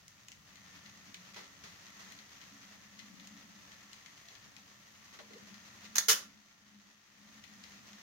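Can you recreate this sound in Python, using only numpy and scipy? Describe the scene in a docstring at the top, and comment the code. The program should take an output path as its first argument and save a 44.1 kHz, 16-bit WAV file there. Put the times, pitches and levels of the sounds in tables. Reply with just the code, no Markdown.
"""Model freight train in a small room

Wheels hiss on the rails (shaped noise) and tick over joints (noise bursts), wagons jolt on their couplers,
the baseboard drones in its resonances, and the motor and gears whine faintly as wavering sines. Near the
microphone something, probably a track switch, snaps twice and rattles: noise bursts and decaying sines.
A gain control then ducks everything for about a second and recovers."""
import sys
import numpy as np
from scipy import signal
from scipy.fft import rfft, irfft, next_fast_len
from scipy.io import wavfile
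from scipy.ndimage import uniform_filter1d, map_coordinates

SR = 44100
rng = np.random.default_rng(int(sys.argv[2]) if len(sys.argv) > 2 else 0)


def output_pcm(signal):
    """Save a mono or channel-first signal as 16-bit PCM at the path in sys.argv[1].

    Samples are clipped to [-1, 1] before scaling.
    """
    pcm = np.clip(np.atleast_2d(signal).T, -1, 1) * 32767
    wavfile.write(sys.argv[1], SR, np.round(pcm).astype(np.int16))


N = 353682
T = np.arange(N) / SR  # seconds

# How hard the wheels run on the rails. Each row: time in seconds, reference level of the wheel noise in dB.
ROLL = [(0, -66), (0.32, -65), (0.74, -59.5), (1.63, -61.5), (2.05, -57), (2.25, -61), (2.62, -58.5),
        (2.9, -61), (4.0, -60), (4.8, -62), (5.8, -59), (7.35, -61.5), (8.02, -60.5)]
# Resonances of the trucks. Each row: frequency in Hz, half-power width in Hz, relative level in dB.
TRUCK_MODES = [(2010, 130, 7), (2550, 270, -6), (3170, 370, -1.5), (4150, 270, 2), (5600, 770, -12)]


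def amp(db):
    """Amplitude ratio of a level: 20 dB for each factor of ten."""
    return 10 ** (np.asarray(db) / 20)


def unit(x):
    """Normalization to equal mean power: rms 1."""
    return x / np.sqrt(np.mean(x ** 2) + 1e-20)


def along(points, hz):
    """Interpolation of (Hz, value) points on a logarithmic frequency axis, as pitch is heard."""
    f, v = np.transpose(points)
    return np.interp(np.log(hz + 1), np.log(f + 1), v)


def curves(rows):
    """Linear interpolation in time: one value per sample for each column after the time."""
    s, *cols = np.transpose(rows)
    return [np.interp(T, s, c) for c in cols]


def wobble(rate):
    """Slow random modulation: a smooth curve through random knots, `rate` of them a second."""
    knots = rng.standard_normal(int(N * rate / SR) + 4)
    grid = np.arange(0, len(knots) - 1, 1 / 10)
    return np.interp(T * rate, grid, map_coordinates(knots, [grid]))


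def filtered(x, response):
    """Linear filtering: the spectrum of x times a response of frequency."""
    m = next_fast_len(N + SR // 2)
    return irfft(rfft(x, m) * response(np.fft.rfftfreq(m, 1 / SR)), m)[..., :N]


def colour(points):
    """Spectral envelope: the response through (Hz, dB) points."""
    return lambda hz: amp(along(points, hz))


def resonances(modes):
    """Modal response of a body: the powers of its (Hz, width Hz, dB) resonances add."""
    def response(f):
        power = 0
        for hz, width, db in modes:
            detuning = (f * f - hz * hz) / (f * width + 1e-9)
            power = power + amp(db) ** 2 / (1 + detuning ** 2)
        return np.sqrt(power)
    return response


def pan(lean_db):
    """Interchannel level difference: left and right gains for left minus right in dB."""
    return amp(np.array([lean_db, -lean_db]).reshape(2, -1) / 2)


def noise(response):
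    """Incoherent coloured noise of rms 1: the two channels are unrelated."""
    return unit(filtered(rng.standard_normal((2, N)), response))


def train_noise(response):
    """Partially coherent noise of rms 1 from the train's side: alike in the bass, diffuse above."""
    # Coherence of the channels. Each row: frequency in Hz, correlation of left with right (no unit).
    alike_points = [(60, 0.6), (130, 0.8), (290, 0.87), (640, 0.25), (1400, 0), (15000, 0)]
    # Stereo balance of the train. Each row: frequency in Hz, left minus right level in dB.
    lean_points = [(100, 1.5), (280, 2.5), (600, 5.5), (1200, 1), (2000, 3), (2600, 7), (3500, 3),
                   (4500, 1), (6500, -4.5), (8300, 9), (11000, -1)]
    turn = lambda hz: np.arccos(np.clip(along(alike_points, hz), -1, 1)) / 2
    mid_side_gain = lambda hz: np.array([np.cos(turn(hz)), np.sin(turn(hz))])
    mid, side = noise(lambda hz: response(hz) * mid_side_gain(hz))
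    left_right = np.array([mid + side, mid - side])
    return unit(filtered(left_right, lambda hz: pan(along(lean_points, hz))))


def blow(s, t60, attack):
    """Impact envelope at time s: a brief rise, then exponential decay by 60 dB in t60 seconds."""
    t = np.arange(SR // 2) / SR
    shape = amp(-60 * t / t60) * (1 - np.exp(-t / attack))
    return np.pad(shape, (round(s * SR), N))[:N]


def room(x, wet_db):
    """Reverberation: x plus its convolution with decaying noise whose treble dies first."""
    # Decay of the room. Each row: frequency in Hz, time to fall by 60 dB in seconds.
    decay_points = [(200, 0.56), (1000, 0.34), (3000, 0.31), (7000, 0.26), (14000, 0.22)]
    hz, t, z = signal.stft(rng.standard_normal((2, SR // 2)), SR, nperseg=256)
    decay = amp(-60 * t / along(decay_points, hz)[:, None])
    onset = 1 - np.exp(-t / 0.0009)
    tail = signal.istft(z * decay * onset, SR, nperseg=256)[1]
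    reverb = signal.fftconvolve(x, tail / np.linalg.norm(tail[0]), axes=1)[:, :N]
    return x + amp(wet_db) * reverb


def hiss():
    """Stationary broadband noise: a faint steady hiss, unrelated in the two channels."""
    # Spectrum of the hiss. Each row: frequency in Hz, relative spectral density in dB.
    hiss_points = [(100, 0), (1000, -2), (6500, -1.5), (8500, -6.5), (12000, -8), (16000, -2.5)]
    return amp(-70) * noise(colour(hiss_points))


def baseboard():
    """Forced vibration of a panel: the board drones in its low modes over a dull, slowly sinking rumble."""
    # Modes of the board, fed more or less as the train moves on. Each row: frequency in Hz, width in Hz
    # before the response is squared, relative level at the start in dB, change of level in dB per second.
    board_modes = [(185, 17, 3, -1.55), (207.8, 16.6, 0, 0.5), (250, 60, -11.5, 0), (280.5, 16, -4, -0.83)]
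    # Strength of the drone. Each row: time in seconds, reference level in dB.
    drone_levels = [(0.0, -75.5), (0.86, -64.0), (1.44, -61.5), (1.63, -69.5), (2.09, -61.0), (2.33, -71.5),
                    (2.54, -62.5), (2.93, -63.5), (3.22, -55), (4.24, -74), (4.54, -65.5), (4.98, -70),
                    (5.54, -58.5), (5.61, -63.5), (6.31, -56), (6.5, -70.5), (6.79, -55), (7.03, -74.5),
                    (7.2, -60.0), (8.02, -62.5)]
    # Spectrum of the rumble. Each row: frequency in Hz, relative spectral density in dB.
    rumble_points = [(12, -48), (20, -30.5), (81, -3), (123, -1), (150, -3.5), (170, -1.5), (220, -29),
                     (370, -120)]
    rumble_db, rumble_fade_db_per_s, rumble_sway_db = -70, 0.27, 1.6
    lump_db, lumps_per_s = 1.7, 9  # uneven track makes the drone come in lumps

    drone_db, = curves(drone_levels)
    drone = 0
    for hz, width, db, db_per_s in board_modes:
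        one_mode = resonances([(hz, width, 0)])
        drone = drone + amp(db + db_per_s * T) * train_noise(lambda f: one_mode(f) ** 2)
    # Dividing by the short-time level leaves the strength to the drone curve and the lumps
    swell = np.sqrt(np.abs(uniform_filter1d(np.mean(drone ** 2, axis=0), size=7000)))
    drone_gain = amp(drone_db - 1.5 + lump_db * wobble(lumps_per_s))
    rumble_gain = amp(rumble_db - rumble_fade_db_per_s * T + rumble_sway_db * wobble(6))
    return drone_gain * drone / swell + rumble_gain * train_noise(colour(rumble_points))


def motor():
    """Rotational tones follow shaft speed: a whine that grows as load slows the motor, and gear tones."""
    # The motor slows under load and picks up again. Each row: time in seconds, whine frequency in Hz.
    motor_pitch = [(0, 13760), (0.7, 13690), (1.0, 13330), (3.2, 13280), (4.9, 13430), (5.5, 13710),
                   (8.02, 13700)]
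    # Tones of the gear train. Each row: frequency at the median speed in Hz, level before its wavering
    # in dB relative to the wheel reference level, left minus right in dB.
    gear_tones = [(571, -25.5, 0), (1160, -20.5, -4.5), (1353, -20, -10), (1770, -16.5, 7.5),
                  (1870, -26, -3)]
    whine_base_db = -28  # relative to the wheel reference level, at the mean whine frequency
    whine_db_per_hz = 0.0116  # louder for each Hz that the motor drops

    roll_db, = curves(ROLL)
    whine_hz, = curves(motor_pitch)
    median_hz = np.median(whine_hz)
    speed = whine_hz / median_hz * (1 + 0.003 * wobble(5))

    def tone(hz, flutter):
        """Frequency modulation: a sine whose phase sums its wavering frequency."""
        return np.sin(2 * np.pi * np.cumsum(hz * speed * (1 + flutter * wobble(150))) / SR)

    whine_db = whine_base_db + whine_db_per_hz * (np.mean(whine_hz) - whine_hz) + 1.5 * wobble(3)
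    whine = amp(whine_db + 2.5 * wobble(12)) * tone(median_hz, flutter=0.009) * pan(-5)
    gears = 0
    for hz, db, lean_db in gear_tones:
        gears = gears + amp(db + 3.3 * wobble(5.2)) * tone(hz, flutter=0.0084) * pan(lean_db)
    return amp(roll_db) * (whine + gears)


def jolts():
    """Impact excitation: coupler slack clatters and shakes the trucks; short rough tones ring besides."""
    # Wagons jolting on their couplers. Each row: start in seconds, reference level in dB,
    # time to fall by 60 dB in seconds, spectral tilt in dB per octave.
    jolt_rows = [(1.335, -56, 0.33, 2), (1.360, -46, 0.38, -0.5), (1.637, -50.5, 0.51, 1),
                 (1.991, -53.5, 0.52, 1), (5.135, -52.5, 0.22, 1.5), (5.187, -49.5, 0.19, -2),
                 (5.30, -57, 0.5, -8)]
    # Spectrum of a jolt before the tilt. Each row: frequency in Hz, relative level in dB.
    jolt_points = [(150, -33), (400, 6), (700, -2), (1100, 5.5), (2000, 0.5), (4500, -1.5), (6500, -1.5),
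                   (8500, -19), (16000, -20)]
    # Hollow bumps in the benchwork, and last a short ring near 1.2 kHz after the switch rattle.
    # Each row: start in seconds, reference level in dB, frequency in Hz, time to fall by 60 dB in seconds.
    short_tones = [(5.192, -58, 470, 0.35), (5.198, -51.5, 586, 0.18), (5.222, -58, 994, .12),
                   (5.303, -52, 454, 0.09), (5.344, -49, 440, 0.19), (6.228, -41.5, 1173, 0.054)]

    def tilted(tilt_db):
        """Spectral tilt about 1 kHz, level below 300 Hz."""
        return lambda hz: amp(along(jolt_points, hz) + tilt_db * np.log2(np.maximum(hz, 300) / 1000))

    trucks = amp(-5.0) * noise(resonances(TRUCK_MODES))
    clatter = 0
    for s, db, t60, tilt_db in jolt_rows:
        clatter = clatter + amp(db - 0.5) * blow(s, t60, attack=0.0025) * (noise(tilted(tilt_db)) + trucks)
    tones = 0
    for s, db, hz, t60 in short_tones:
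        rough_tone = np.sin(2 * np.pi * hz * T + 0.73 * wobble(120)) * amp(2.8 * wobble(83))
        tones = tones + amp(db) * blow(s, t60, attack=0.0045) * rough_tone
    return clatter * pan(0.82) + room(tones * pan(2.5), wet_db=-11)


def rattle_envelope(start):
    """Repeated contact until rest: attack, hold, sag and release as the switch's armature rattles home."""
    level_db, attack_s, hold_s = -14.5, 0.0005, 0.023
    sag_s, full_sag_db = 0.025, 6.5
    t60 = 0.055  # seconds, once the armature is home
    t = np.maximum(T - start, 0)
    sag_db = full_sag_db * np.clip((t - hold_s) / sag_s, 0, 1)
    release_db = 60 * np.maximum(t - hold_s - sag_s, 0) / t60
    return amp(level_db - sag_db - release_db) * (1 - np.exp(-t / attack_s))


def switch():
    """Impacts and free vibration: a light and a hard snap, then metal contacts that ring the casing."""
    # Blows within the two snaps. 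Each row: start in seconds, reference level in dB,
    # time to fall by 60 dB in seconds.
    snap_rows = [(5.9549, -28, 0.031), (5.958, -23.5, 0.019), (5.9652, -29, 0.073), (5.9816, -16, 0.044),
                 (5.983, -7, 0.0086), (5.9867, -23.5, 0.059)]
    # Spectrum of the snaps. Each row: frequency in Hz, relative spectral density in dB.
    snap_points = [(100, -32.5), (250, -28), (400, -31), (550, -20.5), (1000, -12.5), (1300, -11.5),
                   (1750, -5.5), (2700, -14), (4300, -6.5), (5200, -8.5), (6400, 1.5), (7800, -18),
                   (12500, -13.5), (16000, -18)]
    # Spectrum of the rattle. Each row: frequency in Hz, relative spectral density in dB.
    rattle_points = [(80, -28), (200, -24), (330, -19.5), (480, -12), (680, -17), (900, -13), (1350, -4),
                     (2000, -6.5), (2500, -8.5), (3100, -3.5), (3700, -7), (5500, -1.5), (6700, 1),
                     (7700, -13.5), (10500, -9), (16000, -10.5)]
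    # Modes of the casing. Each row: frequency in Hz, reference level in dB, time to fall by 60 dB in seconds.
    casing_modes = [(441, -22.5, 0.13), (1340, -27, 0.11), (1675, -22.5, 0.153), (2950, -24.5, 0.21),
                    (6340, -17, 0.14), (6500, -26, 0.11), (7290, -28, .13)]
    # Stereo balance of the switch. Each row: frequency in Hz, left minus right level in dB.
    switch_lean = [(400, 1), (1200, 0), (2200, 3), (4500, 0), (6400, -5), (8000, 1.5), (13000, -0.5)]
    rattle_s = 6.0833  # start of the rattle

    snap_force = sum(amp(db) * blow(s, t60, attack=0.00037) for s, db, t60 in snap_rows)
    snaps = snap_force * noise(colour(snap_points))
    contacts = unit(amp(1.5 * wobble(900)))
    rattle = rattle_envelope(rattle_s) * contacts * noise(colour(rattle_points))
    ring = 0
    for hz, db, t60 in casing_modes:
        phase = 0.5 * wobble(60) + rng.normal(0, 0.37, (2, 1))  # radians, offset in each channel
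        ring = ring + amp(db) * blow(rattle_s, t60, attack=0.016) * np.sin(2 * np.pi * hz * T + phase)
    sound = room(snaps, wet_db=-7) + room(rattle, wet_db=-7.0) + ring
    return filtered(sound, lambda hz: pan(along(switch_lean, hz)))


def faint_ticks(usual_edge_db):
    """Random point process: small ticks at chance moments, as (s, dB, edge dB) rows."""
    ticks_per_s, level_db, spread_db = 3.5, -48.5, 0.5
    rows = []
    for when, size in rng.random((round(ticks_per_s * N / SR), 2)):
        rows.append((when * T[-1], level_db + spread_db * (2 * size - 1), usual_edge_db))
    return rows


def ticks():
    """Impact at rail joints: a short crack, brighter when hard; trucks ring more as the train runs louder."""
    # The clearest wheel clicks. Each row: start in seconds, reference level in dB,
    # relative level of the hard edge in dB.
    clear_ticks = [(0.08, -40, -11), (0.2837, -37.5, -13.5), (0.3176, -38, -16), (0.3244, -43, -24),
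                   (0.5564, -41, -22), (0.8611, -42.5, -28), (1.1435, -31.5, -20), (1.344, -40, -25),
                   (1.637, -43, -18), (1.8663, -41, -29), (2.1208, -39.5, -13), (2.1885, -39.5, -25),
                   (2.414, -41, -28), (2.9911, -37.5, -31), (3.198, -42, -30), (3.272, -39, -15),
                   (3.7183, -42.5, -29), (3.9306, -37.5, -17), (4.0604, -38.5, -26), (4.285, -39.5, -24),
                   (4.352, -42, -34), (4.565, -38.5, -22), (5.1891, -45, -29), (5.3333, -43, -32),
                   (5.5418, -41.5, -27), (5.8516, -40.5, -18), (7.439, -40, -34), (7.638, -38, -27),
                   (7.9311, -41, -29)]
    # Spectrum of the crack. Each row: frequency in Hz, relative level in dB.
    crack_points = [(300, -28), (1500, -14), (2100, 1.5), (3200, 4), (4300, 1.5), (6800, 1.5),
                    (8300, -31.5), (11000, -24), (16000, -32)]
    # Spectrum of the hard edge. 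Each row: frequency in Hz, relative level in dB.
    edge_points = [(2000, -36), (5000, -6), (6800, 7.5), (8000, -3.5), (11000, -10.5), (16000, -9)]
    usual_edge_db = -24.5  # edge of an ordinary click, on the scale of the rows
    lean_db, lean_spread_db = 5, 1.5  # left minus right, and its scatter from click to click
    # The truck's ring under a click: dB, dB more per dB of wheel noise, dB more per dB less edge
    ring_db, ring_grows, ring_soft = -12, 1.8, 0.3

    roll_db, = curves(ROLL)
    crack, edge, ring = np.zeros((3, 2, N))
    for s, db, edge_db in clear_ticks + faint_ticks(usual_edge_db):
        force = amp(db - 2.5) * pan(lean_db + lean_spread_db * rng.standard_normal())
        crack += force * blow(s + 0.00022, t60=0.011, attack=0.00043)
        edge += force * amp(edge_db + 12.5) * blow(s + 0.0004, t60=0.0084, attack=0.0004)
        ring += force * amp(ring_soft * (usual_edge_db - edge_db)) * blow(s, t60=0.073, attack=0.001)
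    # Growth with the wheel noise stops 1 dB above its median
    ring *= amp(ring_db + ring_grows * np.minimum(roll_db - np.median(roll_db), 1))
    strikes = crack * noise(colour(crack_points))
    strikes += edge * noise(colour(edge_points))
    strikes += ring * noise(resonances(TRUCK_MODES))
    return room(strikes, wet_db=-5.5)


def rolling():
    """Roughness excitation: uneven rails make the wheels hiss grainily and keep the wagon bodies ringing."""
    # Spectrum of the wheels. Each row: frequency in Hz, relative spectral density in dB.
    wheel_points = [(180, -14), (300, -5), (393, -9.5), (565, -8), (929, -5), (1160, -2), (1570, -4),
                    (1830, -0.5), (2330, -4), (2670, -4.5), (5260, -5.5), (6390, -3), (9180, -32),
                    (11000, -26), (14300, -41), (22000, -120)]
    # Finest scraping of the wheels. Each row: frequency in Hz, relative spectral density in dB.
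    fizz_points = [(5000, -32), (8000, 0.5), (10500, -5), (13000, 2.5), (16000, -3.5)]
    # Ringing of the wagons. Each row: frequency in Hz, half-power width in Hz, relative level in dB.
    wagon_modes = [(545, 17, -15), (679, 13, -2), (1110, 50, -7.5), (1340, 14, 3), (1842, 21, 5.5),
                   (1936, 110, 1), (2060, 88, -5), (6540, 220, -3.5)]
    roll_db, = curves(ROLL)
    grain = unit(amp(1.19 * wobble(25) + 1.43 * wobble(400)))
    wheels = grain * (amp(2) * train_noise(colour(wheel_points)) + amp(-15) * noise(colour(fizz_points)))
    wagons = amp(-7.5 + 1.8 * wobble(8)) * train_noise(resonances(wagon_modes))
    return amp(roll_db) * (wheels + wagons)


def scene():
    """Superposition: the pressures of hiss, train and switch add."""
    return hiss() + baseboard() + motor() + jolts() + switch() + ticks() + rolling()


def gain_control(x, ceiling_db, hold, release):
    """Level limiting: the gain drops at once for a loud sound, stays down and then climbs back."""
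    power = np.abs(uniform_filter1d(np.mean(x ** 2, axis=0), size=220))
    step = 64  # samples between gain values
    needed_db = np.minimum(ceiling_db - 10 * np.log10(power[::step] + 1e-12), 0)

    def past(v, n):
        """Sliding memory: each value with the n before it."""
        return np.lib.stride_tricks.sliding_window_view(np.pad(v, (n, 0)), n + 1)

    held_db = past(needed_db, int(hold * SR / step)).min(axis=1)
    eased_db = past(held_db, int(release * SR / step)).mean(axis=1)
    return x * amp(np.interp(T, T[::step], np.minimum(held_db, eased_db)))


def record(dry):
    """Limiting of level, then of bandwidth: gain control and a sharp upper cutoff."""
    top_hz = 15850
    levelled = gain_control(dry, ceiling_db=-19, hold=0.97, release=0.25)  # hold and release in seconds
    return filtered(levelled, lambda hz: hz < top_hz)


dry = scene()
out = record(dry)
output_pcm(out)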